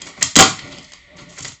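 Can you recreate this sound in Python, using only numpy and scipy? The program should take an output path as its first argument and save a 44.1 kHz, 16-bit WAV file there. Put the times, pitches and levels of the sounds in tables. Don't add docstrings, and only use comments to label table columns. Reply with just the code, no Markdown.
import sys
import numpy as np
from scipy import signal
from scipy.io import wavfile

SR = 44100
rng = np.random.default_rng(int(sys.argv[2]) if len(sys.argv) > 2 else 0)


def gain_from_db(level_db):
    decades = np.asarray(level_db, float) / 20
    return 10 ** decades


def unload_audio(sound):
    columns = np.transpose(np.atleast_2d(sound))
    steps = np.round(np.clip(columns, -1, 1) * 32767)
    wavfile.write(sys.argv[1], SR, steps.astype(np.int16))


N = 70560

# start in seconds, length in seconds,
# then relative levels in dB of deep thump, upper thump, deck knock, truck clack and click.
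LOUD_BLOWS = [(0.2262, 0.0009, -23.5, -35, -6, -11.5, 4.5), (0.228, .003, -19.5, -28, -10.5, -4.5, 0.5),
              (0.3555, .002, -25.5, -17.5, -6, -0.5, 1.5), (0.3621, 0.0041, -2, -47, 2.5, 7, 4),
              (0.3661, 0.0024, 6, -5, -18.5, -7, 7), (.3760, .013, -4.5, -17, 0.5, -3.5, -5),
              (0.388, 0.0093, 3, 4.5, 9.5, 7, 7.5), (.3975, 0.0051, -3, 3, 10.5, 9.5, 5.5),
              (.4055, .008, 4, 6.5, 4, -30.5, 12.5), (.4245, 0.0028, -29.5, -10, 5.5, 3.5, 0)]
# start in seconds, length in seconds,
# then relative levels in dB of deep thump, upper thump, deck knock, truck clack and click.
LIGHT_TAPS = [(0.0171, 0.0056, -41, -55, -43, -18.5, -21.5),
              (0.067, 0.012, -29.5, -63, -16.5, -27.5, -28.5), (0.175, 0.0058, -31, -30.5, -25, -35, -45),
              (0.209, 0.014, -24, -29, -11.5, -23.5, -23.5), (0.2196, 0.0076, -37, -33, -4.5, -20, -26),
              (0.588, 0.011, -72, -59, -19, -23, -42), (.6765, 0.0039, -33, -36, -28, -34, -49),
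              (0.718, .016, -32, -34.5, -29, -23, -32), (0.7834, 0.0042, -30.5, -57, -40, -28, -36),
              (0.842, 0.0096, -77, -54, -37, -34, -36.5), (.9197, 0.0028, -60, -66, -31, -29, -33),
              (0.9338, .004, -64, -59, -28.5, -26, -32), (1.1673, 0.0078, -75, -46, -47.5, -35, -39.5),
              (1.180, 0.027, -44, -47, -25.5, -29, -42), (1.2900, .025, -56, -51, -44, -33.5, -32),
              (1.3720, 0.017, -51, -46, -19, -32, -58), (1.382, .014, -54, -32, -24, -31, -23.5),
              (1.404, 0.0049, -28.5, -52, -57, -29.5, -25), (1.4232, 0.013, -36, -55, -46, -30, -21.5),
              (1.4456, 0.0099, -34, -27, -14, -22.5, -21.5), (1.4770, 0.0085, -27, -46, -46, -40, -22),
              (1.4880, 0.016, -40, -43, -44, -31, -36), (1.5170, 0.0082, -37, -47, -31, -28, -30)]
# pitch in Hz, relative level in dB,
# 60 dB decay in seconds when struck.
DECK_MODES = [(1326, -5.5, 0.017), (1415, -1, 0.027), (1550, -8, 0.026), (1960, -10, 0.016),
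              (2002, -1.5, 0.02), (2190, -5.5, 0.012), (2330, -12.5, 0.0063), (2947, -8.5, 0.0049),
              (3264, 5, 0.005), (3940, 4, 0.0026), (4207, 0, 0.008), (4820, 1.5, 0.0058),
              (5260, 1.5, 0.0017), (5850, 2.5, 0.0042), (6260, -3.5, 0.013), (6583, -1.5, 0.017),
              (7127, 8, 0.0045), (7518, -6, 0.014)]
# pitch in Hz, relative level in dB,
# 60 dB decay in seconds when struck.
TABLETOP_MODES = [(169.9, 1, .14), (205.6, -5.5, .08), (240.2, -2.5, .09), (274.7, -3, 0.1),
                  (316, -4.5, 0.087), (375, -5.5, .07), (409.4, -4.5, 0.079), (483, -5, 0.059),
                  (530.6, -6.5, 0.052), (582, -1, 0.077), (659, -5, 0.053), (768.5, -5, 0.064),
                  (890, -7, 0.053), (1015, -11, .04), (1132, -8, 0.039)]
PART_EDGES = [0, 340, 1700, 2600, 5200, 9000]
# time in seconds,
# then relative levels in dB of deep rumble, upper rumble, deck buzz, truck rattle and hiss.
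ROLLING_LEVELS = [
    [(0.0, -36, -51, -35, -35.5, -41), (0.024, -47, -46, -40.5, -46, -43),
     (0.054, -36.5, -46, -36.5, -54, -41), (0.076, -59, -36.5, -44, -41, -34.5),
     (0.134, -65, -49.5, -48.5, -57, -62), (0.2, -30, -45, -37, -43.5, -40)],
    [(0.58, -42.5, -52, -39, -41, -42), (0.628, -36, -37, -37.5, -44.5, -48.5),
     (0.79, -41, -46, -48.5, -44.5, -46.5), (0.854, -65, -59, -49, -54, -47.5),
     (0.894, -56, -70, -68, -52, -54), (0.926, -54, -53, -45.5, -47, -46.5),
     (1.006, -72.5, -67, -60, -86, -64.5), (1.144, -43, -46, -65.5, -69, -70),
     (1.188, -42, -46.5, -47, -36.5, -44.5), (1.23, -34.5, -42.5, -41, -58, -47.5),
     (1.25, -45, -56, -73, -61, -77.5), (1.318, -48.5, -42, -52, -45.5, -42),
     (1.36, -56, -56, -65, -57, -40.5), (1.386, -64, -42, -54, -46, -32.5), (1.42, -60, -57, -63, -54, -50),
     (1.448, -46, -48, -67.5, -39.5, -34.5), (1.54, -62, -59.5, -51, -58, -37.5),
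     (1.6, -73, -68, -62, -55, -80)],
]
# frequency in Hz, 60 dB decay in seconds.
ROOM_DECAY = [(100, 0.48), (500, 0.25), (2000, 0.32), (7000, 0.31)]
# frequency in Hz, relative level in dB.
ROOM_TINT = [(60, -13), (200, 1), (500, -3), (1200, 8), (1660, -4.5), (2200, 4), (4500, 2.5), (7500, -3.5)]
# frequency in Hz, relative density in dB per Hz.
ROOM_TONE_SPECTRUM = [(18, -31), (30, -4.5), (70, -1), (1260, -53), (2060, -1), (2670, -30), (3220, -12),
                      (7290, -39), (8000, -30), (10400, -79.5), (17600, -120)]
# time in seconds, relative level in dB.
SOFT_PUSHES = [(0.23, -32), (.255, -32.5), (0.366, -19.5), (0.394, -16.5), (0.622, -37), (0.718, -45.5),
               (1.199, -49), (1.399, -35.5), (1.431, -36), (1.468, -39.5), (1.513, -37)]
# pitch in Hz, relative level in dB, 60 dB decay in seconds.
BOOM_MODES = [(82, -4, 0.24), (103.9, 1.5, 0.22), (116, 6.5, 0.093), (144, 5.5, 0.22)]
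# time in seconds, pitch in Hz before waver,
# peak level in dB before flicker.
HUM_PATH = [(.58, 559.7, -67), (0.628, 567, -51), (.69, 589.7, -38.5), (.74, 593, -44), (.80, 591, -61),
            (.95, 595, -60.5), (1.019, 568.3, -71.5), (1.079, 596.6, -59), (1.13, 605, -44.5),
            (1.198, 602, -49.5), (1.25, 604.6, -51.5), (1.298, 593, -44.5), (1.34, 590, -65.5)]

LIFT_S, AIRBORNE_DB = 0.046, -93
GRIT_PER_S, GRIT_SPREAD_DB = 1600, 5
ROLL_DIRECT_DB, ROOM_ROLL_DB, ROOM_HITS_DB = -6.5, -8.5, -8
ROOM_BUILD_S = 0.0023
ROOM_TONE_DB = -49
NOTCH_HZ, NOTCH_WIDTH_HZ, NOTCH_DEPTH = 1640, 260, 0.9
TOUCHES = 12
EVENNESS = 0.7
PUSH_S = 0.0012
HUM_WAVER_HZ, HUM_FLICKER_DB = 16, 4
LOW_CUT_HZ, TREBLE_CUT_HZ, TOP_HZ = 31, 8006, 16200
KNEE = 16
FADE_FROM_S, FADE_DB_PER_S = 1.489, 87


def rms_one(x):
    return x / np.sqrt(np.mean(x ** 2) + 1e-20)


def at_hz(points, hz):
    table_hz, values = np.transpose(points)
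    return np.interp(np.log(hz), np.log(table_hz), values)


def ring(clicks, hz, t60):
    r = gain_from_db(-60 / (t60 * SR))
    w = 2 * np.pi * hz / SR
    return signal.lfilter([0, np.sin(w)], [1, -2 * r * np.cos(w), r * r], clicks + 1e-18)


def bands():
    edges = 28 * 2 ** (np.arange(26) / 3)
    return [(np.sqrt(low * high), signal.butter(2, [low, high], "band", fs=SR, output="sos"))
            for low, high in zip(edges, edges[1:])]


def parts():
    modes = TABLETOP_MODES + DECK_MODES
    return [[m for m in modes if low <= m[0] < high] for low, high in zip(PART_EDGES, PART_EDGES[1:])]


def drift(rate):
    r = np.exp(-2 * np.pi * rate / SR)
    settle = SR // 4
    slow = signal.lfilter([1], [1, -2 * r, r * r], rng.standard_normal(N + settle))
    return rms_one(slow[settle:])


def rolling():
    before, after = map(np.array, ROLLING_LEVELS)
    airborne = [[before[-1, 0] + LIFT_S] + [AIRBORNE_DB] * 5,
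                [after[0, 0] - 3 * LIFT_S] + [AIRBORNE_DB] * 5]
    rows = np.vstack([before, airborne, after])
    t = np.arange(N) / SR
    out = 0
    for k, modes in enumerate(parts()):
        grit = (rng.random(N) < GRIT_PER_S / SR) * rng.choice([-1, 1], N)
        grit = grit * gain_from_db(GRIT_SPREAD_DB * np.minimum(rng.exponential(1, N), 4))
        dealt = rng.integers(0, 3, N)
        shaken = 0
        for j, (hz, db, t60) in enumerate(modes):
            shaken = shaken + gain_from_db(db) * ring(grit * (dealt == j % 3), hz, 0.93 * t60)
        level = np.interp(t, rows[:, 0], rows[:, k + 1])
        out = out + rms_one(shaken) * gain_from_db(level)
    return out


def room_tone():
    settle = 8000
    white = rng.standard_normal((2, N + settle))
    tone = 0
    for k, (hz, sos) in enumerate(bands()):
        tone = tone + gain_from_db(at_hz(ROOM_TONE_SPECTRUM, hz)) * signal.sosfilt(sos, white[k % 2])[settle:]
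    return gain_from_db(ROOM_TONE_DB) * rms_one(tone)


def room(x):
    t = np.arange(int(0.6 * SR)) / SR
    white = rng.standard_normal((2, len(t)))
    tail = 0
    for k, (hz, sos) in enumerate(bands()):
        level = at_hz(ROOM_TINT, hz) - 60 * t / at_hz(ROOM_DECAY, hz)
        tail = tail + signal.sosfilt(sos, white[k % 2]) * gain_from_db(level)
    tail = tail * (1 - np.exp(-t / ROOM_BUILD_S))
    return signal.fftconvolve(x, tail / np.sqrt(np.sum(tail ** 2)))[:N]


def contacts():
    start, length, *levels = np.transpose(LOUD_BLOWS + LIGHT_TAPS)
    count = len(start)
    scatter = rng.random((count, TOUCHES)) * (np.arange(TOUCHES) > 0)
    when = (np.arange(TOUCHES) + scatter) / TOUCHES
    at = ((start[:, None] + when * length[:, None]) * SR).astype(int)
    light = np.arange(count)[:, None] >= len(LOUD_BLOWS)
    shape = np.where(light, np.sin(np.pi * (0.2 + 0.75 * when)), np.exp(-1.2 * when))
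    fair_share = np.sqrt(np.sum(shape ** 2, axis=1))
    out = np.zeros(N)
    for modes, level in zip(parts(), levels):
        luck = rng.standard_normal((count, TOUCHES, len(modes)))
        for k, (hz, db, t60) in enumerate(modes):
            size = shape * np.sign(luck[:, :, k]) * np.sqrt(np.abs(luck[:, :, k]))
            total = np.abs(np.sum(size * np.exp(2j * np.pi * hz * at / SR), axis=1))
            even = (fair_share / (total + 0.5)) ** EVENNESS
            gain = even * gain_from_db(level + db - 13) / (1 + 300 / hz)
            size = size * gain[:, None]
            clicks = np.bincount(at.ravel(), size.ravel(), N)[:N]
            out += ring(clicks, hz, t60)
    return out


def booms():
    start, level = np.transpose(SOFT_PUSHES)
    r = np.exp(-1 / (PUSH_S * SR))
    luck = rng.standard_normal((len(start), len(BOOM_MODES)))
    out = 0
    for k, (hz, db, t60) in enumerate(BOOM_MODES):
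        strength = gain_from_db(level + db + luck[:, k]) * (-1) ** k
        clicks = np.bincount((start * SR).astype(int), strength, N)[:N]
        push = signal.lfilter([(1 - r) ** 2], [1, -2 * r, r * r], clicks)
        out = out + ring(push, hz, t60)
    return out


def hum():
    s, hz, db = np.transpose(HUM_PATH)
    t = np.arange(N) / SR
    pitch = np.interp(t, s, hz) + HUM_WAVER_HZ * drift(25)
    level = np.interp(t, s, db, left=-120, right=-120) + HUM_FLICKER_DB * drift(20)
    return gain_from_db(level) * np.sin(2 * np.pi * np.cumsum(pitch) / SR)


def scene():
    roll = rolling()
    quiet = gain_from_db(ROLL_DIRECT_DB) * roll + room_tone() + room(gain_from_db(ROOM_ROLL_DB) * roll)
    b, a = signal.iirpeak(NOTCH_HZ, NOTCH_HZ / NOTCH_WIDTH_HZ, fs=SR)
    quiet = quiet - NOTCH_DEPTH * signal.lfilter(b, a, quiet)
    hits = contacts() + booms()
    mix = hits + quiet + hum() + room(gain_from_db(ROOM_HITS_DB) * hits)
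    return mix[None]


def low_pass(x):
    return signal.sosfilt(signal.butter(12, 8970, fs=SR, output="sos"), x)


def record(dry):
    x = signal.sosfilt(signal.butter(2, LOW_CUT_HZ, "high", fs=SR, output="sos"), dry)
    x = signal.sosfilt(signal.ellip(10, 0.5, 90, TREBLE_CUT_HZ, fs=SR, output="sos"), x)
    x = x / (1 + np.abs(x) ** KNEE) ** (1 / KNEE)
    x = signal.sosfilt(signal.cheby2(12, 35, TOP_HZ, fs=SR, output="sos"), x)
    fade_time = np.maximum(np.arange(N) / SR - FADE_FROM_S, 0)
    x = x * gain_from_db(-FADE_DB_PER_S * fade_time)
    mix = np.clip(x, -1, 1)
    return low_pass(mix)


dry = scene()
out = record(dry)
unload_audio(out)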